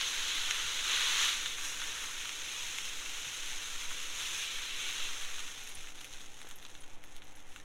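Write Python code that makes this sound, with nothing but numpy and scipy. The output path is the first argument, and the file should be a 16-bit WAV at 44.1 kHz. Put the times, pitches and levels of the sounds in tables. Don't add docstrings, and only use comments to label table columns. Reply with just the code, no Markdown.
import sys
import numpy as np
from scipy import signal
from scipy.fft import rfft, irfft, next_fast_len
from scipy.io import wavfile
from scipy.ndimage import map_coordinates

SR = 44100
rng = np.random.default_rng(int(sys.argv[2]) if len(sys.argv) > 2 else 0)


def dump(signal):
    limited = np.clip(np.atleast_2d(signal).T, -1, 1)
    pcm = np.round(limited * 32767).astype(np.int16)
    wavfile.write(sys.argv[1], SR, pcm)


N = 336914


def amp(db):
    return 10 ** (np.asarray(db) / 20)


def unit(x):
    return x / np.sqrt(np.mean(x ** 2) + 1e-20)


def along(points, hz):
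    freqs, values = np.transpose(points)
    return np.interp(np.log(hz + 1), np.log(freqs + 1), values)


def wobble(rate):
    return map_coordinates(rng.standard_normal(int(N * rate / SR) + 4), [np.arange(N) * rate / SR])


def filtered(x, response):
    size = next_fast_len(N + SR // 2, real=True)
    return irfft(rfft(x, size) * response(np.fft.rfftfreq(size, 1 / SR)), size)[:N]


def noise(colour):
    return unit(filtered(rng.standard_normal(N), lambda hz: amp(along(colour, hz))))


def snap(gain, size=2048):
    cepstrum = irfft(np.log(np.maximum(gain(np.fft.rfftfreq(size, 1 / SR)), 1e-6)))
    cepstrum[1:size // 2] *= 2
    cepstrum[size // 2 + 1:] = 0
    return irfft(np.exp(rfft(cepstrum)))


def add(track, start_s, sound):
    start = int(np.clip(round(start_s * SR), 0, N))
    track[start:start + len(sound)] += sound[:N - start]


def bubble_bands(hz, edges_hz=(2100, 4600, 8000), order=16):
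    below = [0 * hz] + [1 / (1 + (hz / edge) ** order) for edge in edges_hz] + [0 * hz + 1]
    return np.abs(np.diff(below, axis=0))


ONE_STEAK_DB = -43
# time_s, level_db
SIZZLE_ARC = [(0, -35.5), (.12, -36.5), (.55, -37), (.72, -37), (1.3, -36), (1.56, -42.5), (2.25, -43.6),
              (2.55, -42), (3.15, -43.5), (4, -44), (5.25, -44.5), (5.7, -51), (5.94, -55.5), (6.07, -52.5),
              (6.32, -59), (6.8, -59.5), (6.93, -66), (7.64, -65)]
# start_s, length_s, wet_db, boil_db, spray_db
MEAT_PRESSES = [(0.818, 0.21, 5, 5, 3), (1.044, 0.22, 4.5, 4.5, 4.5), (1.57, 0.1, 4.5, .5, 3.8),
                (1.727, 0.38, 3, 0.5, 0.86), (4.115, 0.29, 3.5, 3.5, 3.5), (4.37, 0.13, 0.5, 4.8, 1.3),
                (4.52, .2, 1, 3.7, 0), (4.723, 0.31, 3, 5.5, 1.9), (5.047, 0.39, 1.5, 0, 0)]


def frying_effort(ramp_s=0.1):
    t, boosts_db = np.arange(N) / SR, np.zeros((3, N))
    for start_s, length_s, *gains_db in MEAT_PRESSES:
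        force = np.clip((t - start_s) / ramp_s, 0, 1) - np.clip((t - start_s - length_s) / ramp_s, 0, 1)
        boosts_db += np.outer(gains_db, force)
    vigour_db = np.interp(t, *np.transpose(SIZZLE_ARC)) - ONE_STEAK_DB
    return vigour_db, *boosts_db


# freq_hz, gain_db
FAT_COLOUR = [(250, -39.5), (690, -26.5), (850, -13), (1250, -4), (2100, -2), (3400, 1), (4000, -2),
              (4500, -12.5), (4850, -14), (6400, -3), (8000, -15.5), (11000, -19), (12800, -27),
              (15800, -30)]
# trim_db, follow (dB per dB of vigour)
BUBBLE_MIX = [(-9.5, 0.88), (-1.5, 1), (-4, 0.89), (-11.5, 0.77)]


def sizzle(clump_db=0.08, flutter_db=0.3, balance_db=1.5, drift_db=0.3, mist=0.71, mist_s=0.0025):
    vigour_db, wet_db, boil_db, spray_db = frying_effort()
    bursts_per_s = np.minimum(600 + 9000 * amp(1.4 * (vigour_db + boil_db)), 14000)
    spread_db = 5 - 0.0166 * vigour_db
    chance = bursts_per_s / SR
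    sizes = amp(spread_db * np.minimum(rng.standard_normal(N), 2.3)) * rng.choice([-1, 1], N)
    bursts = (rng.random(N) < chance) * sizes / np.sqrt(chance)
    bouts_db = 0.076 * np.maximum(-vigour_db, 0)
    bursts *= amp(clump_db * wobble(110) + (flutter_db + bouts_db) * wobble(22))
    lingering = signal.lfilter([1], [1, -np.exp(-1 / (mist_s * SR))], bursts ** 2)
    droplets = unit(np.sqrt(lingering) * rng.standard_normal(N))
    fat_click = snap(lambda hz: amp(along(FAT_COLOUR, hz)))
    pressed_db = [wet_db, boil_db, spray_db, spray_db]
    out = np.zeros(N)
    for band, (trim_db, follow) in enumerate(BUBBLE_MIX):
        balance = amp(balance_db * rng.uniform(-0.81, 1, N) + drift_db * wobble(6.4))
        mist_share = mist * (band / (len(BUBBLE_MIX) - 1)) ** 2
        pulses = np.sqrt(1 - mist_share) * unit(bursts * balance) + np.sqrt(mist_share) * droplets
        crackle = signal.oaconvolve(pulses, fat_click)[:N]
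        level_db = ONE_STEAK_DB + trim_db + follow * vigour_db + pressed_db[band]
        out += amp(level_db) * unit(filtered(crackle, lambda hz: bubble_bands(hz)[band]))
    return out


# freq_hz, gain_db
STEAK_TINT = [(1900, 1), (2550, -1.7), (3200, .5), (4200, 2.5), (5300, -1.3), (8000, -1.5)]


def right_steak(x, clear_at_s=1.6, lift_s=0.3):
    contact = np.clip((clear_at_s - np.arange(N) / SR) / lift_s, 0, 1)
    tinted = signal.oaconvolve(x, snap(lambda hz: amp(along(STEAK_TINT, hz))))[:N]
    return (1 - contact) * x + contact * tinted


def simmer(level_db=-65, follow=0.54):
    vigour_db, wet_db, _, _ = frying_effort()
    rush = noise([(100, -55), (200, -8.5), (300, -2.5), (460, 3.5), (650, -2.5), (1000, -25), (2500, -48)])
    return rush * amp(level_db + follow * (vigour_db + wet_db))


# pitch_hz, level_db
HUM_PARTIALS = [(71, -83), (119.9, -73), (297.1, -73), (371.7, -83), (511.2, -76.5), (753.7, -76.5)]
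# freq_hz, gain_db
AIR_COLOUR = [(30, 2.5), (48, 6.5), (85, -1.5), (170, -4.5), (235, -1.5), (450, -4.5), (650, -6.5),
              (800, -0.5), (1100, -7), (2000, -5.5), (3500, -11), (5000, -32), (7000, -33), (15000, -63)]


def kitchen(air_db=-60, waver_rad=0.2):
    t, hum = np.arange(N) / SR, np.zeros(N)
    for pitch_hz, level_db in HUM_PARTIALS:
        peak = np.sqrt(2) * amp(level_db + wobble(3.0))
        hum += peak * np.sin(2 * np.pi * pitch_hz * t + waver_rad * wobble(5.7))
    return hum + amp(air_db) * noise(AIR_COLOUR)


# freq_hz, gain_db
DRAUGHT_COLOUR = [(1, -18), (4, 13), (9, 3), (15, -0.5), (22, -21), (32, -28), (60, -88), (150, -120)]
# start_s, level_db
HAND_BUMPS = [(0.634, -53), (3.261, -57), (5.77, -55), (6.201, -60)]


def handling(draught_db=-42.5, thud_band_hz=(30, 150), t60_s=0.26, rise_s=0.0011):
    out, t = amp(draught_db) * noise(DRAUGHT_COLOUR), np.arange(SR // 4) / SR
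    body = signal.butter(2, thud_band_hz, "band", fs=SR, output="sos")
    envelope = amp(-60 * t / t60_s) * (1 - np.exp(-t / rise_s))
    for start_s, level_db in HAND_BUMPS:
        thud = unit(signal.sosfilt(body, rng.standard_normal(len(t))))
        add(out, start_s, amp(level_db) * thud * envelope)
    return out


# start_s, level_db, crack_db, treble_db
LOUD_SPITS = [(0.0116, -17.5, -22, -53), (0.5092, -13.5, -20, -34), (1.4593, -20, -17, -37),
              (1.8168, -25, -5, -25), (2.2925, -24.5, -14, -33), (2.7845, -21, -17, -27),
              (5.3926, -27, -15, -26), (5.4786, -30.5, -9, -26), (5.6739, -33, -19, -17),
              (5.8724, -35, -5, -22), (6.012, -32.5, -16, -17), (6.0447, -30.5, -23, -17),
              (6.2075, -38, -18, -33), (6.4155, -33, -18, -20), (6.489, -37, -16, -13),
              (6.5112, -33.5, -18, -19), (6.6266, -38, -15, -17), (6.6506, -31.5, -15, -28),
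              (6.664, -37, -24, -23), (6.751, -35, -20, -35), (7.0384, -37, -17, -14),
              (7.1646, -37, -23, -16), (7.22, -37, -10, -26), (7.5608, -31, -13, -21)]


def spits(trim_db=11, crack_trim_db=17, treble_trim_db=26.5, crack_t60_s=0.003, spray_t60_s=0.06):
    out, t = np.zeros(N), np.arange(SR // 30) / SR
    envelope = amp(-60 * t / crack_t60_s) + 0.15 * amp(-60 * t / spray_t60_s)
    envelope[0] += 2.1
    for start_s, level_db, crack_db, treble_db in list(LOUD_SPITS) + stray_spits():
        def colour(hz):
            big, _, _, tiny = bubble_bands(hz, order=8)
            shelves_db = big * (crack_db + crack_trim_db) + tiny * (treble_db + treble_trim_db)
            return amp(along(FAT_COLOUR, hz) + shelves_db)
        burst = rng.choice([-1, 1], len(t)) * envelope
        pop = signal.fftconvolve(burst, snap(colour))
        add(out, start_s + 0.0006, amp(level_db + trim_db) * pop / np.linalg.norm(pop))
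    return out


def stray_spits(per_s=13, base_db=-32.5, follow=0.5, scatter_db=2):
    timing, strength = rng.random((int(per_s * N / SR), 2)).T
    starts_s = timing * N / SR
    vigour_db = np.interp(starts_s, *np.transpose(SIZZLE_ARC)) - ONE_STEAK_DB
    levels_db = base_db + follow * vigour_db + scatter_db * (2 * strength - 1)
    colour_db = np.mean(LOUD_SPITS, axis=0)[2:]
    return [(start_s, level_db, *colour_db) for start_s, level_db in zip(starts_s, levels_db)]


# start_s, level_db, pitch_hz
STEAM_SQUEAKS = [(5.6331, -45, 11800), (5.6885, -38, 10400), (5.7473, -34.5, 9710), (6.0442, -44, 10400),
                 (6.5565, -41, 11400), (6.6308, -48, 11200), (6.8039, -42, 9760), (7.0434, -50, 11800),
                 (7.2399, -52, 12600), (7.3572, -46, 10900)]


def squeaks(trim_db=-2, width_hz=1950, t60_s=0.039, rise_s=0.0046):
    out, t = np.zeros(N), np.arange(SR // 10) / SR
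    envelope = amp(-60 * t / t60_s) * (1 - np.exp(-t / rise_s))
    for start_s, level_db, pitch_hz in STEAM_SQUEAKS:
        ring = np.sin(2 * np.pi * pitch_hz * t) * t * np.exp(-np.pi * width_hz * t)
        hiss = unit(signal.fftconvolve(rng.standard_normal(len(t)), ring)[:len(t)])
        add(out, start_s, amp(level_db + trim_db) * hiss * envelope)
    return out


# freq_hz, gain_db
TONG_COLOUR = [(120, -12), (350, 9), (800, -1), (1500, -2), (3500, -15), (6000, -30)]
# start_s, peak_db
TONG_TAPS = [(6.447, -37), (6.469, -40)]


def tongs():
    out, knock = np.zeros(N), snap(lambda hz: amp(along(TONG_COLOUR, hz)))
    for start_s, peak_db in TONG_TAPS:
        add(out, start_s, amp(peak_db) * knock / np.abs(knock).max())
    return out


# pitch_hz, width_hz, gain_db
PLATE_RINGS = [(962, 17, 0), (1449, 23, -0.5), (2710, 67, -16), (3730, 17, -13)]
# delay_s, gain_db
REFLECTIONS = [(.0044, -20.5), (.0067, -16.5), (0.0114, -22.5)]


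def surroundings(x, near_db=-9, near_t60_s=0.045, room_db=-12, room_t60_s=0.22, block=384):
    def response(hz):
        rings = sum(amp(db) * 1j * hz * width / (pitch ** 2 - hz ** 2 + 1j * hz * width)
                    for pitch, width, db in PLATE_RINGS)
        walls = sum(amp(db) * np.exp(-2j * np.pi * hz * delay_s) for delay_s, db in REFLECTIONS)
        return (1 + rings) * (1 + walls)
    out, t = filtered(x, response), np.arange(SR // 8) / SR
    near = amp(-60 * t / near_t60_s) * (t > 0.0008)
    room = amp(-60 * t / room_t60_s) * (t > 0.006)
    decay = np.hypot(amp(near_db) * near / np.linalg.norm(near),
                     amp(room_db) * room / np.linalg.norm(room))
    moments = np.pad(out, (0, -N % block)).reshape(-1, block)
    tails = decay * rng.standard_normal((len(moments), len(t)))
    for k, echo in enumerate(signal.fftconvolve(moments, tails, axes=1)):
        add(out, k * block / SR, echo)
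    return out / np.sqrt(1 + np.sum(decay ** 2))


def scene():
    grill = right_steak(sizzle()) + spits() + squeaks() + tongs()
    mono = surroundings(grill) + simmer() + handling() + kitchen()
    return np.array([mono, mono])


def record(dry, top_hz=15850):
    return np.array([filtered(channel, lambda hz: hz < top_hz) for channel in dry])


dry = scene()
out = record(dry)
dump(out)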